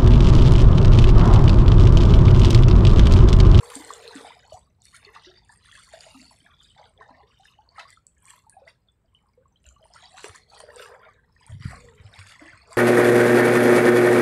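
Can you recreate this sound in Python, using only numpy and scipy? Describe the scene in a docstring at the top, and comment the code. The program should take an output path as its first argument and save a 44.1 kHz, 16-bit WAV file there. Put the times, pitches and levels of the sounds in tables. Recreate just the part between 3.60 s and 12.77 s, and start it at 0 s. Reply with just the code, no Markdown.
"""Small harbour waves lap against shore rocks, close to a hand-held microphone, over a far-off rumble.
First a busy wash: waves fold in air as ringing, rising bubbles, slap the stone and throw fine spray,
while water fills a hollow between the rocks. The middle is calmer, with trickles and one sharp slap.
After six seconds the waves grow strong again, the hollow refills, and dull bumps shake the microphone,
mostly around eight seconds. Bubbles are fading tones; water, spray and rumble are also shaped noise."""
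import sys
import numpy as np
from scipy import signal
from scipy.fft import rfft, irfft, next_fast_len
from scipy.io import wavfile
from scipy.ndimage import uniform_filter1d, map_coordinates

SR = 44100
rng = np.random.default_rng(int(sys.argv[2]) if len(sys.argv) > 2 else 0)


def pcm_store(signal):
    """Save signal as 16-bit PCM."""
    levels = np.round(np.clip(np.atleast_2d(signal), -1, 1) * 32767)
    wavfile.write(sys.argv[1], SR, levels.astype(np.int16).T)


N = 404397  # length in samples

# tone of the low rumble and shudder: (frequency [Hz], relative level [dB])
LOW_TONE = [(15, -43.5), (25, -5), (59, 12.5), (87, 10.5), (156, 4.5), (263, -5), (317, -22.5),
            (400, -13.5), (520, -39), (880, -120)]
# tone of water cracking on stone: (frequency [Hz], relative level [dB])
CRACK_TONE = [(400, -24.5), (1000, -2), (1500, 2), (2600, 2), (3600, 5.5), (4500, -4.5), (5400, -13),
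              (8000, -7.5), (13000, -35.5)]
# tone of fine spray: (frequency [Hz], relative level [dB])
SPRAY_TONE = [(2500, -57), (4500, 3.5), (5600, -6.5), (6600, -2), (7800, 4.5), (9000, 2.5), (10500, -7),
              (12500, -22.5), (15500, -28)]


def amp(db):
    """Turn decibels into gain."""
    return 10 ** (np.asarray(db) / 20)


def unit(x):
    """Scale to an average strength (rms) of 1."""
    return x / np.sqrt(np.mean(x ** 2) + 1e-20)


def along(points, hz):
    """Read a curve of (frequency [Hz], value) points on a logarithmic frequency axis."""
    point_hz, value = np.transpose(points)
    return np.interp(np.log(hz + 1), np.log(point_hz), value)


def filtered(x, response):
    """Multiply the spectrum of x by a function of frequency."""
    m = next_fast_len(N + SR // 2)
    return irfft(rfft(x, m) * response(np.fft.rfftfreq(m, 1 / SR)), m)[:N]


def coloured(x, spectrum):
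    """Filter x by (frequency [Hz], gain [dB]) points, with no sound ahead of its cause."""
    m = next_fast_len(N + SR // 2)
    gain = amp(along(spectrum, np.fft.rfftfreq(m, 1 / SR)))
    # folding the cepstrum onto positive times makes the filter minimum-phase
    cepstrum = irfft(np.log(gain), m)
    cepstrum[1:m // 2] *= 2
    cepstrum[m // 2 + 1:] = 0
    return irfft(rfft(x, m) * np.exp(rfft(cepstrum)), m)[:N]


def noise(spectrum):
    """Make coloured noise of rms 1."""
    return unit(coloured(rng.standard_normal(N), spectrum))


def placed(times, waves):
    """Add up rows of waves, each starting at its time [s]."""
    start = np.round(times * SR).astype(int)
    index = start[:, None] + np.arange(waves.shape[1])
    return np.bincount(index.ravel(), waves.ravel(), N)[:N]


def swell(crest, rise, drain):
    """Gain that climbs to 1 at the crest and then drains away, in a straight line in dB."""
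    span_db = 20  # level change over one rise or one drain
    t = np.arange(N) / SR - crest
    drop_db = span_db * np.maximum(-t / rise, t / drain)
    return amp(-np.minimum(drop_db, 120))


def swells(rows):
    """Joint gain of (crest [s], rise [s], drain [s], level [dB]) rows; their powers add."""
    power = sum((amp(db) * swell(crest, rise, drain)) ** 2 for crest, rise, drain, db in rows)
    return np.sqrt(power)


def wobble(rate):
    """A smooth random curve through a given number of random points a second."""
    return map_coordinates(rng.standard_normal(1000), [np.arange(N) * rate / SR], mode="mirror")


def rings(hz, life, rise, onset, size, build_s=0):
    """Damped sines that build up, fall 60 dB in `life` cycles and climb by the share `rise` over that life.

    The build-up takes about onset cycles plus build_s seconds; each envelope peaks at 1.
    """
    cycles = hz[:, None] * np.arange(size) / SR
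    age = cycles / life[:, None]
    build = 1 - np.exp(-(cycles / (onset + build_s * hz[:, None])) ** 2)
    swing = amp(-60 * age) * build
    swing /= swing.max(1, keepdims=True)
    return swing * np.sin(2 * np.pi * cycles * (1 + rise[:, None] * age / 2))


def swarm(level_db, spectrum, low_hz, high_hz, rate, life, rise, onset, scatter, spread_db, foam_db,
          crowding, size, count=4):
    """Clumps of bubbles over a noisy bed of foam: a trickle makes a few, a surge makes a dense crowd.

    rate is clumps a second, count bubbles a clump, scatter their spread [s], size samples a bubble.
    """
    crowd = amp(crowding * level_db)
    crowd /= np.mean(crowd)
    clumps = int(rate * N / SR)
    # the first draws are shared by a clump, the second belong to each bubble
    jitter, strength, tone = np.repeat(rng.random((clumps, 3)), count, 0).T
    lag, detune, damping, climb, small = rng.random((len(tone), 5)).T
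    # clumps fall closer together where the crowd is dense
    turn = (np.repeat(np.arange(clumps), count) + jitter) / clumps
    start = np.minimum(np.searchsorted(np.cumsum(crowd), turn * N), N - 1)
    birth = np.abs(start / SR + scatter * (lag - .5))
    hz = (low_hz + (high_hz - low_hz) * tone) * np.exp(.3 * (detune - .5))
    loudness = amp(-spread_db * strength - 10 * small)
    waves = loudness[:, None] * rings(hz, life * (.5 + damping), rise * climb, onset, size)
    share = amp(level_db[start]) / np.sqrt(crowd[start])  # the bubbles of a crowd share its power
    even = coloured(placed(birth, waves), spectrum)
    driven = coloured(placed(birth, waves * share[:, None]), spectrum)
    return driven / np.std(even) + amp(level_db + foam_db) * noise(spectrum)


def bursts(times, db, t60, spectrum, size):
    """Short coloured noise cracks of about the given peak levels, fading 60 dB in t60 seconds."""
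    t = np.arange(size) / SR
    waves = rng.standard_normal((len(times), size)) * amp(-60 * t / t60[:, None])
    plain = np.abs(coloured(placed(times, waves), spectrum))
    peak = np.array([plain[int(s * SR):][:size // 8].max() for s in times])
    return coloured(placed(times, waves * (amp(db) / peak)[:, None]), spectrum)


def harbour():
    """Distant low noise rises and falls under a faint, even hiss of open water."""
    # open water: (frequency [Hz], relative level [dB])
    water_tone = [(100, -3.5), (450, 0.5), (700, -7.5), (1100, -8), (2000, -14), (4000, -22), (6200, -31),
                  (8000, -17), (10000, -34), (15500, -28.5)]
    # distant rumble: (time [s], level [dB])
    rumble_level = [(0, -64), (.5, -66.5), (1.1, -64.5), (3, -63.5), (4.4, -68), (5.4, -67.5), (6.1, -66),
                    (9.17, -63.5)]
    rumble_db = np.interp(np.arange(N) / SR, *np.transpose(rumble_level))
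    return amp(rumble_db) * noise(LOW_TONE) + amp(-77.5) * noise(water_tone)


def bumps():
    """Soft, quickly damped low tones on the hand-held microphone, each with a brief low shudder."""
    # dull bumps: (time [s], pitch [Hz], peak level [dB], life [cycles])
    bump_list = [(0.934, 91, -46, 7.3), (6.061, 63.6, -47, 24), (6.692, 89, -42, 10),
                 (7.893, 105.6, -36, 25), (7.917, 96.6, -30, 22), (7.947, 133, -32.5, 11),
                 (8.002, 121, -32, 7.6), (8.054, 126, -19, 3.3), (8.077, 109, -31.5, 6),
                 (8.398, 88, -39, 5.4), (8.446, 101.6, -38, 18), (8.584, 96.6, -39, 23),
                 (8.935, 97.5, -47.5, 7.2)]
    shudder_db, shudder_rise, shudder_fall = -24.5, .03, 0.4  # dB against the bump's peak, s, s
    s, hz, db, life = np.transpose(bump_list)
    shudder = swells([(at, shudder_rise, shudder_fall, peak + shudder_db) for at, peak in zip(s, db)])
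    thuds = amp(db)[:, None] * rings(hz, life, np.zeros(len(s)), onset=0.55, size=9000)
    return placed(s, thuds) + shudder * noise(LOW_TONE)


def hollow():
    """Inflowing water stirs the air in a gap between the rocks: noise through two resonances."""
    # water filling the hollow: (crest [s], rise [s], drain [s], level [dB])
    fill = [(0.01, 0.15, 0.24, -44.5), (.46, 0.73, 0.3, -47.5), (7.2, 0.3, 0.35, -49.5),
            (8.27, 0.18, 0.24, -52), (9.1, .05, 0.087, -57)]
    # resonances of the hollow: (frequency [Hz], width [Hz], relative level [dB])
    resonances = [(425.4, 19, 2.5), (471.8, 43, 1.5)]

    def body(f):
        """Sum of resonances, each a band-pass applied twice."""
        return sum(amp(db) * (1j * f * w / (hz * hz - f * f + 1j * f * w)) ** 2
                   for hz, w, db in resonances)

    return swells(fill) * unit(filtered(rng.standard_normal(N), body))


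def mist():
    """Sheets of water tear into the finest mist, a crowd of very short, very high pings."""
    # tearing sheets: (crest [s], rise [s], drain [s], level [dB])
    sheets = [(.14, .35, .42, -59.5), (.57, .05, .15, -72), (1.3, .1, .4, -77), (2.55, .4, .25, -75),
              (3.85, .08, 0.087, -83), (4.7, .07, .12, -66), (6.06, .04, .1, -79.5), (7.22, .1, .17, -65),
              (8.12, 0.18, .15, -77.5)]
    # tone of the sizzle: (frequency [Hz], relative level [dB])
    sizzle_tone = [(6000, -29.5), (9500, 1.5), (11500, 2), (13500, -6), (15500, -12)]
    level_db = 20 * np.log10(swells(sheets) + amp(-100))
    return swarm(level_db, sizzle_tone, 11000, 15500, rate=80, life=4, rise=0, onset=.5, scatter=0.0028,
                 spread_db=36, foam_db=-12, crowding=.9, size=130)


def spatter(spray_db):
    """Flung drops land on the stone; they grow faster than the spray."""
    # tone of landing drops: (frequency [Hz], relative level [dB])
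    spatter_tone = [(2000, -23.5), (4000, -2), (6000, -1.5), (8200, 2), (10500, -5), (13000, -15.5),
                    (15500, -24)]
    level_db = spray_db - 1 + .4 * (spray_db - spray_db.max())
    return swarm(level_db, spatter_tone, 4000, 12000, rate=140, life=2.5, rise=0, onset=.4, scatter=.002,
                 spread_db=31, foam_db=-15, crowding=.9, size=120)


def crackle(trickle_db):
    """Films of water tear; tearing grows faster than the flow, so surges crackle most."""
    tearing_db = trickle_db - 2.0 + 0.32 * (trickle_db - trickle_db.max())
    return swarm(tearing_db, CRACK_TONE, 1600, 7000, rate=120, life=4.7, rise=0, onset=0.36,
                 scatter=.0015, spread_db=31.5, foam_db=-37, crowding=.9, size=260)


def spray(spray_db):
    """Fine spray fizzes as a crowd of tiny high-pitched bubbles."""
    return swarm(spray_db - 2.0, SPRAY_TONE, 5075, 13960, rate=430, life=39, rise=0, onset=4.9,
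                 scatter=0.0033, spread_db=32.0, foam_db=-13.5, crowding=.9, size=420)


def trickle(trickle_db):
    """Trickling water rings as small, steady-pitched bubbles."""
    # tone of the trickle: (frequency [Hz], relative level [dB])
    trickle_tone = [(1400, -35), (2200, -8), (2700, -4.5), (3600, -1), (4600, -1.5), (5400, -7.5),
                    (6500, -9), (9000, -37.5)]
    return swarm(trickle_db - 1.0, trickle_tone, 2400, 5510, rate=250, life=57, rise=0, onset=12,
                 scatter=.006, spread_db=23.5, foam_db=-9.5, crowding=0.94, size=900)


def splash(splash_db):
    """Splashing water rings as middle-sized, steady-pitched bubbles."""
    # tone of the splash: (frequency [Hz], relative level [dB])
    splash_tone = [(600, -31.5), (1000, -0.5), (1250, -1), (2000, 3), (2500, -5.5), (3200, -15.5),
                   (5000, -36)]
    return swarm(splash_db - 0.5, splash_tone, 1100, 2617, rate=150, life=42, rise=0, onset=5.5,
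                 scatter=.012, spread_db=18.5, foam_db=-13.0, crowding=1.05, size=1400)


def gurgle(gurgle_db):
    """Pockets of air gurgle as low bubbles that climb slightly in pitch."""
    # tone of the gurgle: (frequency [Hz], relative level [dB])
    gurgle_tone = [(150, -26.5), (300, -29.5), (450, -6.5), (650, 5.5), (1000, 6.5), (1400, -1.5),
                   (2500, -55.5)]
    return swarm(gurgle_db - 2.5, gurgle_tone, 270, 1235, rate=85, life=23, rise=0.07, onset=3.77,
                 scatter=.025, spread_db=13.5, foam_db=-17.5, crowding=.8, size=3600)


def laps():
    """Waves run up the rocks and drain off: each drives gurgle, splash, trickle and spray with one swell."""
    # waves, before each layer's own trim: (crest [s], rise [s], drain [s], splash level [dB],
    # then gurgle, trickle and spray over the splash [dB])
    waves = [(0.042, 0.09, 0.12, -51, 5, -17, -4), (0.145, 0.19, 0.31, -48, -2, 0, 1),
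             (0.285, 0.11, 0.53, -51, 4, -4, -6), (0.567, 0.2, 0.3, -52, 4, 1, -3),
             (0.659, 0.06, 0.11, -49, 2, -8, -13), (0.932, 0.07, 0.1, -65, 13, 7, 7),
             (1.253, 0.04, 0.18, -68, -4, 5, 9), (1.356, 0.08, 0.06, -56, -16, -2, 0),
             (1.455, 0.13, 0.17, -59, 1, -3, -8), (1.55, 0.05, 0.19, -56, 3, 0, -10),
             (1.652, 0.08, 0.29, -61, -5, 4, -13), (1.925, 0.07, 0.09, -61, -1, -7, 1),
             (2.049, 0.09, 0.24, -61, -18, 4, -2), (2.147, 0.08, 0.56, -59, -14, 2, 1),
             (2.336, 0.03, 0.21, -60, 9, 7, 2), (2.42, 0.07, 0.26, -57, -1, 3, -2),
             (2.611, 0.29, 0.34, -63, -4, 6, 5), (2.716, 0.02, 0.05, -67, 10, 3, 8),
             (2.865, 0.12, 0.22, -60, -4, -6, -13), (3.021, 0.07, 0.42, -67, -9, 8, 0),
             (3.185, 0.04, 0.14, -60, 10, 1, -11), (3.417, 0.07, 0.09, -56, 4, -10, -19),
             (3.499, 0.06, 0.05, -60, 10, -7, -17), (3.563, 0.07, 0.15, -66, 11, 2, -11),
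             (3.683, 0.03, 0.22, -67, -6, 5, -10), (3.855, 0.18, 0.19, -65, -1, 3, -5),
             (4.106, 0.29, 0.08, -75, 12, 2, -11), (4.194, 0.05, 0.07, -46, 2, -5, -11),
             (4.284, 0.04, 0.14, -62, -16, -1, 1), (4.694, 0.1, 0.15, -56, -5, -4, 1),
             (5.011, 0.15, 0.11, -73, 16, 3, -13), (5.081, 0.02, 0.06, -55, 0, -1, -6),
             (5.551, 0.02, 0.15, -81, 0, 8, -1), (5.611, 0.03, 0.2, -72, 7, -16, -12),
             (6.069, 0.05, 0.15, -73, 6, 9, 7), (6.27, 0.14, 0.25, -75, 17, 6, 3),
             (6.344, 0.04, 0.26, -58, -1, 2, -4), (6.436, 0.04, 0.12, -58, 4, 4, -3),
             (6.588, 0.1, 0.11, -56, 4, 4, 2), (6.647, 0.05, 0.11, -47, 2, 2, -3),
             (6.746, 0.03, 0.09, -52, -19, 2, -3), (6.946, 0.07, 0.27, -59, 10, 5, 0),
             (7.098, 0.15, 0.44, -58, 4, -15, -11), (7.222, 0.11, 0.13, -48, -6, -3, -3),
             (7.343, 0.25, 0.09, -57, 4, -11, -17), (7.442, 0.06, 0.18, -54, -1, -16, -22),
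             (7.903, 0.17, 0.09, -55, -2, -5, -8), (8.04, 0.07, 0.22, -52, -18, 0, -4),
             (8.109, 0.06, 0.25, -48, -3, -13, -6), (8.379, 0.05, 0.55, -58, -2, -7, -10),
             (8.601, 0.16, 0.19, -52, -2, 0, -5), (8.707, 0.09, 0.16, -51, -9, -3, -11),
             (8.803, 0.02, 0.19, -52, 2, -7, -9), (8.915, 0.29, 0.56, -54, -9, -5, -15),
             (9.125, 0.06, 0.1, -49, 1, -2, -5)]
    # water at rest between waves: gurgle, splash, trickle, spray (level before trim [dB])
    calm_db = [-83, -85, -90, -92]
    churn_db, churn_rate = 2, 22  # uneven bursts: strength in dB, random points a second
    power = np.outer(amp(calm_db) ** 2, np.ones(N))
    for crest, rise, drain, db, gurgle_db, trickle_db, spray_db in waves:
        sizes_db = np.array([gurgle_db, 0, trickle_db, spray_db])
        power += np.outer(amp(db + sizes_db) ** 2, swell(crest, rise, drain) ** 2)
    return [10 * np.log10(p) + churn_db * wobble(churn_rate) for p in power]


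def wash():
    """Four sizes of bubble follow the waves, with crackling films, landing drops and mist."""
    gurgle_db, splash_db, trickle_db, spray_db = laps()
    bubbles = gurgle(gurgle_db) + splash(splash_db) + trickle(trickle_db) + spray(spray_db)
    return bubbles + crackle(trickle_db) + spatter(spray_db) + mist()


def droplets():
    """Tiny drops burst close by, each with a bright noise tick and a short ping."""
    # bursting drops, before the trims below: (time [s], level [dB], pitch [Hz])
    drops = [(0.0461, -36, 9040), (0.1007, -33, 9900), (0.1544, -22.5, 8200), (0.248, -32, 7880),
             (0.3359, -30.5, 7160), (0.4773, -32.5, 4130), (0.5533, -35.5, 7610), (1.2193, -44.5, 7050),
             (1.254, -38.5, 9200), (1.3652, -38, 9200), (2.407, -35, 4740), (2.615, -41.5, 4630),
             (4.304, -38, 8100), (4.4674, -35.5, 8050), (4.6547, -37.5, 8200), (4.705, -36.5, 8140),
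             (4.8962, -37, 9100), (6.0887, -41, 6830), (6.3368, -41.5, 5200), (6.6837, -34.5, 8850),
             (6.7595, -36.5, 7070), (7.0036, -34, 8900), (7.1602, -35, 8400), (7.865, -40.5, 8900),
             (9.13, -35, 8060)]
    s, db, hz = np.transpose(drops)
    ping = rings(hz, np.full(len(s), 22.), np.zeros(len(s)), onset=3, size=600)
    pings = placed(s + .0004, amp(db + 1.5)[:, None] * ping)
    ticks = bursts(s, db - 6.5, np.full(len(s), .008), SPRAY_TONE, size=800)
    return pings + ticks


def slaps():
    """A crest closes on the stone with a wet crack of noise."""
    # slapping crests: (time [s], level before a 14 dB cut [dB], time to fade 60 dB [s])
    crests = [(0.1024, -18, 0.027), (0.1506, -18, 0.029), (0.4777, -25.5, 0.012), (0.5606, -28, 0.019),
              (0.6744, -31, 0.031), (1.4478, -29, 0.0095), (1.5532, -24, 0.03), (2.4089, -25, 0.014),
              (4.183, -33, 0.025), (4.1954, -18, 0.04), (5.0774, -32.5, 0.045), (6.577, -20, 0.03),
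              (6.6433, -8, 0.015), (6.6934, -19, 0.025), (7.0025, -21, 0.025), (7.197, -23, 0.016),
              (7.2566, -25, 0.016), (8.0232, -22, 0.025), (8.59, -19, 0.022), (8.7207, -21, 0.024)]
    s, db, t60 = np.transpose(crests)
    return bursts(s, db - 14.0, t60, CRACK_TONE, size=2400)


def plops():
    """Large bubbles and air pockets ring above the wash; the longer one rings, the further it climbs."""
    # single large bubbles: (time [s], pitch [Hz], level before a 3 dB cut [dB], life [cycles])
    big_bubbles = [(0.032, 1057, -33, 17.6), (0.12, 1110, -34, 13), (0.16, 260.7, -33.5, 30),
                   (0.2, 314, -38.5, 23), (0.305, 1106, -23, 16), (0.393, 713, -41, 17),
                   (0.509, 945, -37, 24), (0.554, 266, -31, 16), (0.608, 484, -35, 11),
                   (0.648, 756, -31, 14), (0.668, 800, -36, 26), (0.705, 944, -34.5, 25),
                   (0.922, 618, -30, 26), (0.943, 730, -35.5, 48), (0.968, 894, -42, 30),
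                   (1.254, 4410, -41.5, 21), (1.343, 1376, -42, 60), (1.45, 4370, -35.5, 46),
                   (1.466, 393, -46, 80), (1.562, 1175, -34.5, 32), (1.667, 344, -43.5, 58),
                   (1.893, 1724, -42, 71), (2.127, 1820, -39, 22), (2.153, 1700, -38.5, 35),
                   (2.336, 629, -33, 30), (2.373, 670, -41, 26), (2.465, 622, -39, 23),
                   (2.545, 251.5, -44, 58), (2.594, 234, -45, 29), (2.711, 950, -44, 18),
                   (2.804, 3120, -49, 83), (2.82, 282, -53.5, 12), (2.863, 1685, -42.5, 50),
                   (3.02, 3080, -50.5, 110), (3.088, 3300, -50, 73), (3.184, 823, -46.5, 70),
                   (3.377, 3400, -47, 38), (3.396, 419, -48.5, 57), (3.41, 1030, -36, 29),
                   (3.505, 258.5, -47.5, 18), (3.603, 800, -45.5, 41), (3.631, 418, -50.5, 62),
                   (3.797, 737, -48, 96), (3.855, 1700, -41, 22), (3.987, 820, -43.5, 80),
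                   (4.09, 4430, -43.5, 34), (4.181, 1266, -33, 79), (4.198, 2606, -38, 110),
                   (4.202, 1510, -34, 7.3), (4.253, 1110, -40.5, 41), (4.373, 1320, -44, 38),
                   (4.682, 2340, -44.5, 54), (4.704, 1780, -41.5, 17), (4.736, 984, -43.5, 40),
                   (4.866, 863, -47.5, 89), (4.924, 1633, -52.5, 120), (4.967, 746, -38, 71),
                   (5.018, 521, -43.5, 47), (5.066, 634, -44.5, 30), (5.078, 2010, -37.5, 21),
                   (5.286, 3470, -50, 100), (5.549, 3000, -44.5, 38), (5.775, 476, -48, 67),
                   (5.856, 1086, -50, 40), (5.959, 3130, -52.5, 84), (6.056, 2750, -46.5, 29),
                   (6.163, 1115, -49, 87), (6.255, 893, -44, 25), (6.361, 1344, -38, 45),
                   (6.457, 4710, -35.5, 26), (6.542, 720, -40, 57), (6.642, 418, -29, 15),
                   (6.756, 1780, -40, 36), (6.934, 800, -38, 14), (7.002, 830, -43, 18),
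                   (7.037, 563, -34, 13), (7.087, 565, -37, 30), (7.104, 1800, -37, 24),
                   (7.165, 500, -39, 22), (7.197, 1500, -31.5, 13), (7.2, 556, -35, 14),
                   (7.258, 1138, -43, 100), (7.259, 1610, -36, 26), (7.313, 510, -40, 18),
                   (7.338, 560, -38.5, 18), (7.432, 1370, -43.5, 86), (7.486, 1150, -40.5, 50),
                   (7.764, 1840, -48, 48), (8.131, 716, -33, 16), (8.286, 1900, -42.5, 44),
                   (8.539, 3760, -38.5, 49), (8.795, 2050, -37, 21), (8.816, 290.5, -39, 43),
                   (8.932, 1482, -39, 29), (9.105, 628.5, -42.5, 100)]
    glide = 3.2  # share of the pitch climbed each second
    glide_below_hz = 750  # higher bubbles climb less
    s, hz, db, life = np.transpose(big_bubbles)
    climb = glide * life / hz * np.minimum(1, glide_below_hz / hz)
    tones = rings(hz, life, climb, onset=0.95, size=9000, build_s=0.0015)
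    return placed(s - .001, amp(db - 3.0)[:, None] * tones)


def echo(x):
    """The stones scatter the sound as fading noise tails; the paths change as the water moves along them."""
    # echo among the stones: (frequency [Hz], time to fade 60 dB [s])
    fade = [(200, 0.37), (1000, 0.13), (4000, 0.17), (12000, 0.21)]
    t = np.arange(N) / SR
    out = np.zeros(N)
    step = .4  # s between one set of paths and the next
    for centre in np.arange(0, N / SR + step, step):
        hz, age, z = signal.stft(rng.standard_normal(SR // 4), SR, nperseg=256)
        decay = amp(-60 * age / along(fade, hz)[:, None])
        tail = signal.istft(z * decay, SR, nperseg=256)[1]
        # the first reflection comes 1/300 s late
        delayed = np.pad(tail / np.linalg.norm(tail), (SR // 300, 0))
        near = np.flatnonzero(np.abs(t - centre) < step)
        if len(near):
            part = x[near] * np.cos(np.pi / 2 * (t[near] - centre) / step)  # crossfade between paths
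            wet = signal.fftconvolve(part, delayed)[:N - near[0]]
            out[near[0]:near[0] + len(wet)] += wet
    return out


def rippled(x, depth_db, width_hz, hold, evening):
    """Drifting random peaks and dips colour the treble, deepest in quiet passages.

    width_hz and hold [s] space the random grid of peaks and dips.
    """
    hz, t, z = signal.stft(x, SR, nperseg=512, noverlap=384)
    rows, cols = np.meshgrid(hz / width_hz, t / hold, indexing="ij")
    field = map_coordinates(rng.standard_normal((400, 400)), [rows, cols], mode="mirror")
    loudness = uniform_filter1d(np.sqrt(np.mean(np.abs(z) ** 2, axis=0)), 40)
    # the ripple is shallower where the sound is loud
    depth = depth_db * np.clip(hz / 3000, 0, 1)[:, None] / (1 + evening * loudness / loudness.mean())
    gain = amp(depth * np.clip(field, -2, 1.5))
    gain /= np.sqrt(np.mean(gain ** 2, axis=1, keepdims=True))
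    return signal.istft(z * gain, SR, nperseg=512, noverlap=384)[1][:N]


def scene():
    """Mix the layers: wash, slaps and all echoes are rippled, the nearest bubbles and drops stay plain."""
    churn, cracks = wash(), slaps()
    beads = plops() + droplets()
    scattered = churn + cracks + echo(amp(-7.5) * (churn + beads + cracks))
    water = beads + rippled(scattered, depth_db=8.5, width_hz=280.7, hold=.15, evening=0.4)
    return (water + hollow() + bumps() + harbour())[None]


def record(dry):
    """Keep only the sound below the upper band limit."""
    top_hz = 15700
    return filtered(dry[0], lambda hz: hz < top_hz)[None]


dry = scene()
out = record(dry)
pcm_store(out)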